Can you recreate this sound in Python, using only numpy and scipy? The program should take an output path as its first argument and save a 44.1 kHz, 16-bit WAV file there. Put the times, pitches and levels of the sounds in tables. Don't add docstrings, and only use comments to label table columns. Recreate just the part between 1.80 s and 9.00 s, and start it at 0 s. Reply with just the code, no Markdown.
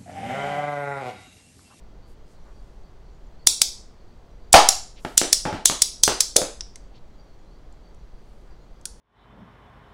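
import sys
import numpy as np
from scipy import signal
from scipy.fft import rfft, irfft
from scipy.io import wavfile

SR = 44100
rng = np.random.default_rng(int(sys.argv[2]) if len(sys.argv) > 2 else 0)


def unload_wav(signal):
    wavfile.write(
        sys.argv[1],
        SR,
        np.round(np.clip(np.atleast_2d(signal).T, -1, 1) * 32767).astype(np.int16),
    )


N = 317520

# (frequency [Hz], relative density [dB])
RUMBLE_SPECTRUM = [(10, 2), (27, -2), (40, 0.5), (58, -6.5), (75, -15), (200, -20), (260, -23.5),
                   (380, -22.5), (870, -29.5), (1700, -39), (2700, -44.5), (3300, -43.5), (3800, -45.5),
                   (4600, -43.5), (5300, -49.5), (5800, -47.5), (11000, -63), (16000, -63)]
# (frequency [Hz], level [dB])
WHINES = [(2040, -80), (3290, -83)]
# (pitch [Hz], nominal level [dB])
CHIRPS = [(4100, -78), (4530, -73), (4750, -79), (5850, -83), (6850, -83.5), (8200, -90)]
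# (time [s], length [s], level [dB], centre [Hz])
RUBS = [(0.242, .13, -70.5, 7960), (0.431, .17, -69, 6370), (0.282, 1, -75, 6000), (0.63, 0.12, -59, 1060),
        (3.151, 0.067, -52, 2960), (3.16, .26, -56.5, 7280), (5.126, 0.077, -60.5, 3260),
        (6.25, .58, -78, 7500), (6.622, 0.18, -64, 1203)]
# (time [s], force [dB])
PULLS = [(1.671, 6.5), (2.7294, 2.5), (3.3774, 6.5), (3.8565, 5), (4.2353, 5), (4.5646, 1.5)]
# (frequency [Hz], relative gain [dB])
CLACK_SPECTRUM = [(100, -9.5), (1200, -15), (2200, -9), (3500, -5), (5500, -2), (7600, -0.5), (8800, -4),
                  (10000, -4), (11200, -14), (13000, -17), (16000, -21.5)]
# (frequency [Hz], relative level [dB], t60 [s])
STEEL_MODES = [(2370, -36, .03), (3530, -22.5, 0.058), (4850, -24.5, .04), (5400, -20, 0.019),
               (5770, -20.5, 0.04), (6230, -18, .03), (7100, -17, 0.023), (7340, -19, 0.026),
               (7730, -18.5, 0.03), (9618, -10.5, 0.016)]
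# (delay [s], gain [dB])
ECHOES = [(.0028, -12.5), (.0066, -23.5), (0.0171, -25.5)]
# (frequency [Hz], t60 [s])
ROOM_T60 = [(150, 0.16), (500, 0.31), (1100, 0.36), (2500, .37), (5300, .39), (9000, 0.36), (14000, 0.21)]
# (frequency [Hz], relative gain [dB])
ROOM_SPECTRUM = [(60, -10), (300, 3), (1500, -4.5), (5000, 0.5), (8000, -3.5), (11000, -2.5), (16000, -1.5)]
# (time [s], force [dB])
RESETS = [(1.8171, 1.5), (2.8882, 2), (3.5289, 0.5), (4.0199, -1), (4.4057, -3)]
# (time [s], slap [dB], boom [Hz], boom lift [dB], boom width [Hz])
BAND_SNAPS = [(2.7404, 10.5, 789.5, 14.5, 104.8), (3.4151, -12.5, 327, 10.5, 136),
              (3.8985, -14.5, 1130, 6, 199), (4.2788, -7, 377.6, 2.5, 201.2),
              (4.562, -18.5, 513, 18.5, 167), (4.6174, -19.5, 490, 4.5, 296)]
# (frequency [Hz], relative gain [dB])
SLAP_SPECTRUM = [(40, -15.5), (120, -1.5), (330, -1.5), (700, 2), (1000, -3), (1350, 0.5), (1900, -5),
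                 (4000, -8.5), (9000, -2), (12000, -7), (16000, -4.5)]
# (frequency [Hz], relative level [dB])
HOLLOW_MODES = [(629.8, -36), (694.4, -30.5), (753.7, -29.5), (769.8, -32.5), (855.9, -29.5),
                (969.0, -40.5), (1071, -40.5), (1136, -40), (1222, -39), (1324, -39.5)]
# (time [s], slap [dB], ring lift [dB], bass [dB], room [dB])
DROPS = [(3.249, -23, 9.5, 8, -5), (3.653, -20.5, 17.5, 12, 2.5), (3.727, -25.5, 5.5, 11.5, 3)]
# (time [s], force [dB], tilt [dB/octave], spot resonance [Hz], spot lift [dB])
LIGHT_CLICKS = [(4.8081, -24, -13.5, 5620, 8.5), (4.9578, -34, -5, 2066, 18), (5.925, -57, -3.5, 7600, 9),
                (6.1463, -58, 0, 8106, 1), (7.0123, -53, 2, 6450, 9), (7.0549, -19.5, 3, 1450, 20.5)]


def gain_of(db):
    return 10 ** (np.asarray(db) / 20)


def unit_rms(x):
    return x / np.sqrt(np.mean(x ** 2) + 1e-20)


def lookup(table, hz):
    table_hz, values = np.transpose(table)
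    return np.interp(np.log(hz + 1), np.log(table_hz), values)


def add(mix, time_s, sound):
    part = mix[max(round(time_s * SR), 0):][:len(sound)]
    part += sound[:len(part)]


def colour(x, shape_db, size=4096):
    log_gain = np.log(gain_of(shape_db(abs(np.fft.fftfreq(size, 1 / SR)))) + 1e-5)
    taps = np.fft.ifft(np.exp(np.conj(signal.hilbert(log_gain)))).real[:size // 2]
    return signal.fftconvolve(x, taps / np.linalg.norm(taps))[:len(x)]


def decay(t, t60_s):
    return np.exp(-np.log(1000) * t / t60_s)


def resonance_db(hz, centre_hz, lift_db, width_hz):
    offset = (hz ** 2 - centre_hz ** 2) / (width_hz * hz + 1)
    return 10 * np.log10(1 + (gain_of(lift_db) ** 2 - 1) / (1 + offset ** 2 / 2) ** 2)


def room_tone(rumble_db=-43):
    t = np.arange(N) / SR
    spectrum = gain_of(lookup(RUMBLE_SPECTRUM, np.fft.rfftfreq(N, 1 / SR)))
    rumble = unit_rms(irfft(rfft(rng.standard_normal(N)) * spectrum, N))
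    whines = sum(gain_of(db) * np.sin(2 * np.pi * hz * t) for hz, db in WHINES)
    return gain_of(rumble_db) * rumble + whines


def twitter(pitch_hz, level_db, count=32, blur_hz=110, spread=.033):
    out = np.zeros(N)
    swell = signal.windows.hann(SR // 8)
    t = np.arange(len(swell)) / SR
    for slot, (late, size, detune) in enumerate(rng.random((count, 3))):
        blur = rng.standard_normal(len(t) // 32)
        wobble = np.interp(t * 2 * blur_hz, np.arange(len(blur)), blur)
        note_hz = pitch_hz * (1 + spread * (2 * detune - 1))
        note = 2 * wobble * np.sin(2 * np.pi * note_hz * t)
        add(out, (slot + late) * N / SR / count, gain_of(level_db) * (.5 + size) * swell * note)
    return 0, out


def rub(time_s, length_s, level_db, centre_hz, grain_db=4, rolloff_db=14):
    count = int(length_s * SR)
    grains = rng.standard_normal(count) * gain_of(grain_db * rng.standard_normal(count))
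    hiss = colour(grains, lambda hz: -rolloff_db * np.log2((hz + 1) / centre_hz) ** 2)
    return time_s, gain_of(level_db) * unit_rms(hiss) * signal.windows.hann(count)


def chatter(t, t60_s, evenness, first_hit=2.9):
    contacts = np.where(t == 0, first_hit, np.sign(rng.standard_normal(len(t))) * decay(t, t60_s))
    power = abs(rfft(contacts)) ** 2
    ripple_db = 10 * np.log10(power / power.mean() + .03)
    bins_hz = np.fft.rfftfreq(len(t), 1 / SR)
    flattened = colour(contacts, lambda hz: -evenness * np.interp(hz, bins_hz, ripple_db))
    return flattened * np.linalg.norm(contacts) / np.linalg.norm(flattened)


def room_tail(x, room_db, build_s=.008):
    hz, t, bands = signal.stft(rng.standard_normal(SR * 2 // 3), SR, nperseg=256)
    bands *= decay(t, lookup(ROOM_T60, hz)[:, None]) * gain_of(lookup(ROOM_SPECTRUM, hz))[:, None]
    tail = signal.istft(bands, SR, nperseg=256)[1]
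    tail *= 1 - np.exp(-(np.arange(len(tail)) / SR / build_s) ** 2)
    return gain_of(room_db) * signal.fftconvolve(x, tail / np.linalg.norm(tail))


def click(time_s, force_db, t60_s, edge_hz, tilt_db_oct, scrape_db, spot_hz, spot_db,
          room_db=-13, scrape_s=.0058, shelf_db=-8, detune=.011):
    def accent_db(hz):
        octaves = np.log2(np.maximum(hz, edge_hz) / edge_hz)
        return tilt_db_oct * octaves + shelf_db / (1 + (hz / edge_hz) ** 10)

    def shape_db(hz):
        dull_db = np.clip(.45 * force_db, -9, 0) / (1 + (11500 / (hz + 1)) ** 12)
        peak_db = resonance_db(hz, spot_hz, spot_db, width_hz=.14 * spot_hz)
        return lookup(CLACK_SPECTRUM, hz) + accent_db(hz) + dull_db + peak_db

    t = np.arange(SR // 10) / SR
    blow = colour(chatter(t, t60_s, evenness=.1), shape_db)
    for hz, db, ring_t60_s in STEEL_MODES:
        drift, phase = rng.uniform(-1, 1, 2)
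        mode = np.sin(2 * np.pi * hz * (1 + detune * drift) * t + np.pi * phase)
        blow += gain_of(db + accent_db(hz)) * decay(t, ring_t60_s) * mode
    scrape = colour(rng.standard_normal(len(t)) * (t < scrape_s) * t / scrape_s, shape_db)
    out = np.zeros(SR)
    add(out, 0, gain_of(scrape_db) * scrape)
    add(out, scrape_s, blow)
    for delay_s, db in ECHOES:
        add(out, scrape_s + delay_s, gain_of(db) * blow)
    smooth_blow = np.linalg.norm(blow) * colour(1. * (t == 0), shape_db)
    add(out, scrape_s, room_tail(.68 * smooth_blow + .65 * blow, room_db))
    return time_s - scrape_s, gain_of(force_db) * out


def pawl_t60_s(force_db, base_s=.02, halving_db=8.5):
    return base_s * 2 ** (-force_db / halving_db)


def pull(time_s, force_db):
    return click(time_s, force_db, pawl_t60_s(force_db), edge_hz=3300, tilt_db_oct=.45,
                 scrape_db=-18.5 - force_db, spot_hz=3330, spot_db=3.5)


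def reset(time_s, force_db):
    return click(time_s, force_db, pawl_t60_s(force_db), edge_hz=3500, tilt_db_oct=0,
                 scrape_db=-24 - force_db, spot_hz=5296, spot_db=3)


def smack(time_s, slap_db, boom_hz, boom_db, width_hz, bass_db, room_db, top_hz, t60_s, first_hit,
          bass_hz=350):
    def rubber_db(hz):
        return lookup(SLAP_SPECTRUM, hz) - 10 * np.log10(1 + (hz / top_hz) ** 5)

    def body_db(hz):
        return resonance_db(hz, boom_hz, boom_db, width_hz) + bass_db / (1 + (hz / bass_hz) ** 4)

    t = np.arange(SR // 4) / SR
    contacts = chatter(t, t60_s, evenness=.62, first_hit=first_hit)
    hit = colour(colour(contacts, rubber_db), body_db)
    out = room_tail(hit, room_db)
    add(out, 0, hit)
    return time_s, gain_of(slap_db) * out


def band_snap(time_s, slap_db, boom_hz, boom_db, width_hz):
    return smack(time_s, slap_db, boom_hz, boom_db, width_hz, bass_db=-2 - .4 * slap_db,
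                 room_db=-4.5 - .2 * slap_db, top_hz=4900, t60_s=.021 * 2 ** (slap_db / 19.5),
                 first_hit=4.4)


def hollow_ring(time_s=2.7404, level_db=-23.5, rise_s=.012, t60_s=.27):
    t = np.arange(SR // 2) / SR
    modes = sum(gain_of(db) * np.sin(2 * np.pi * hz * t + rng.uniform(0, 2 * np.pi))
                for hz, db in HOLLOW_MODES)
    envelope = (1 - np.exp(-t / rise_s)) * decay(t, t60_s)
    return time_s, gain_of(level_db) * unit_rms(modes * envelope)


def draught(time_s=2.747, push_db=-9, push_s=.003, suck_db=-22, suck_s=.075):
    t = np.arange(SR // 2) / SR
    push, suck = ((t / peak_s) ** 2 * np.exp(2 - 2 * t / peak_s) for peak_s in (push_s, suck_s))
    return time_s, gain_of(push_db) * push - gain_of(suck_db) * suck


def drop(time_s, slap_db, ring_db, bass_db, room_db):
    return smack(time_s, slap_db, boom_hz=860, boom_db=ring_db, width_hz=65, bass_db=bass_db,
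                 room_db=room_db, top_hz=2953, t60_s=.049, first_hit=1.5)


def light_click(time_s, force_db, tilt_db_oct, spot_hz, spot_db):
    return click(time_s, force_db, t60_s=.017, edge_hz=4230, tilt_db_oct=tilt_db_oct,
                 scrape_db=-35.5, spot_hz=spot_hz, spot_db=spot_db, room_db=-15)


def scene():
    mix = room_tone()
    for source, table in ((pull, PULLS), (reset, RESETS), (light_click, LIGHT_CLICKS),
                          (band_snap, BAND_SNAPS), (drop, DROPS), (rub, RUBS), (twitter, CHIRPS)):
        for row in table:
            add(mix, *source(*row))
    add(mix, *hollow_ring())
    add(mix, *draught())
    return mix[None]


def record(dry, ceiling=.96, cutoff_hz=15950):
    oversampled = signal.resample_poly(dry, 2, 1, axis=1)
    clipped = ceiling * oversampled / (1 + oversampled ** 6) ** (1 / 6)
    limited = signal.resample_poly(clipped, 1, 2, axis=1)
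    lowpass = signal.firwin(255, cutoff_hz, window=("kaiser", 8), fs=SR)
    return signal.oaconvolve(limited, lowpass[None], "same")


dry = scene()
out = record(dry)
unload_wav(out)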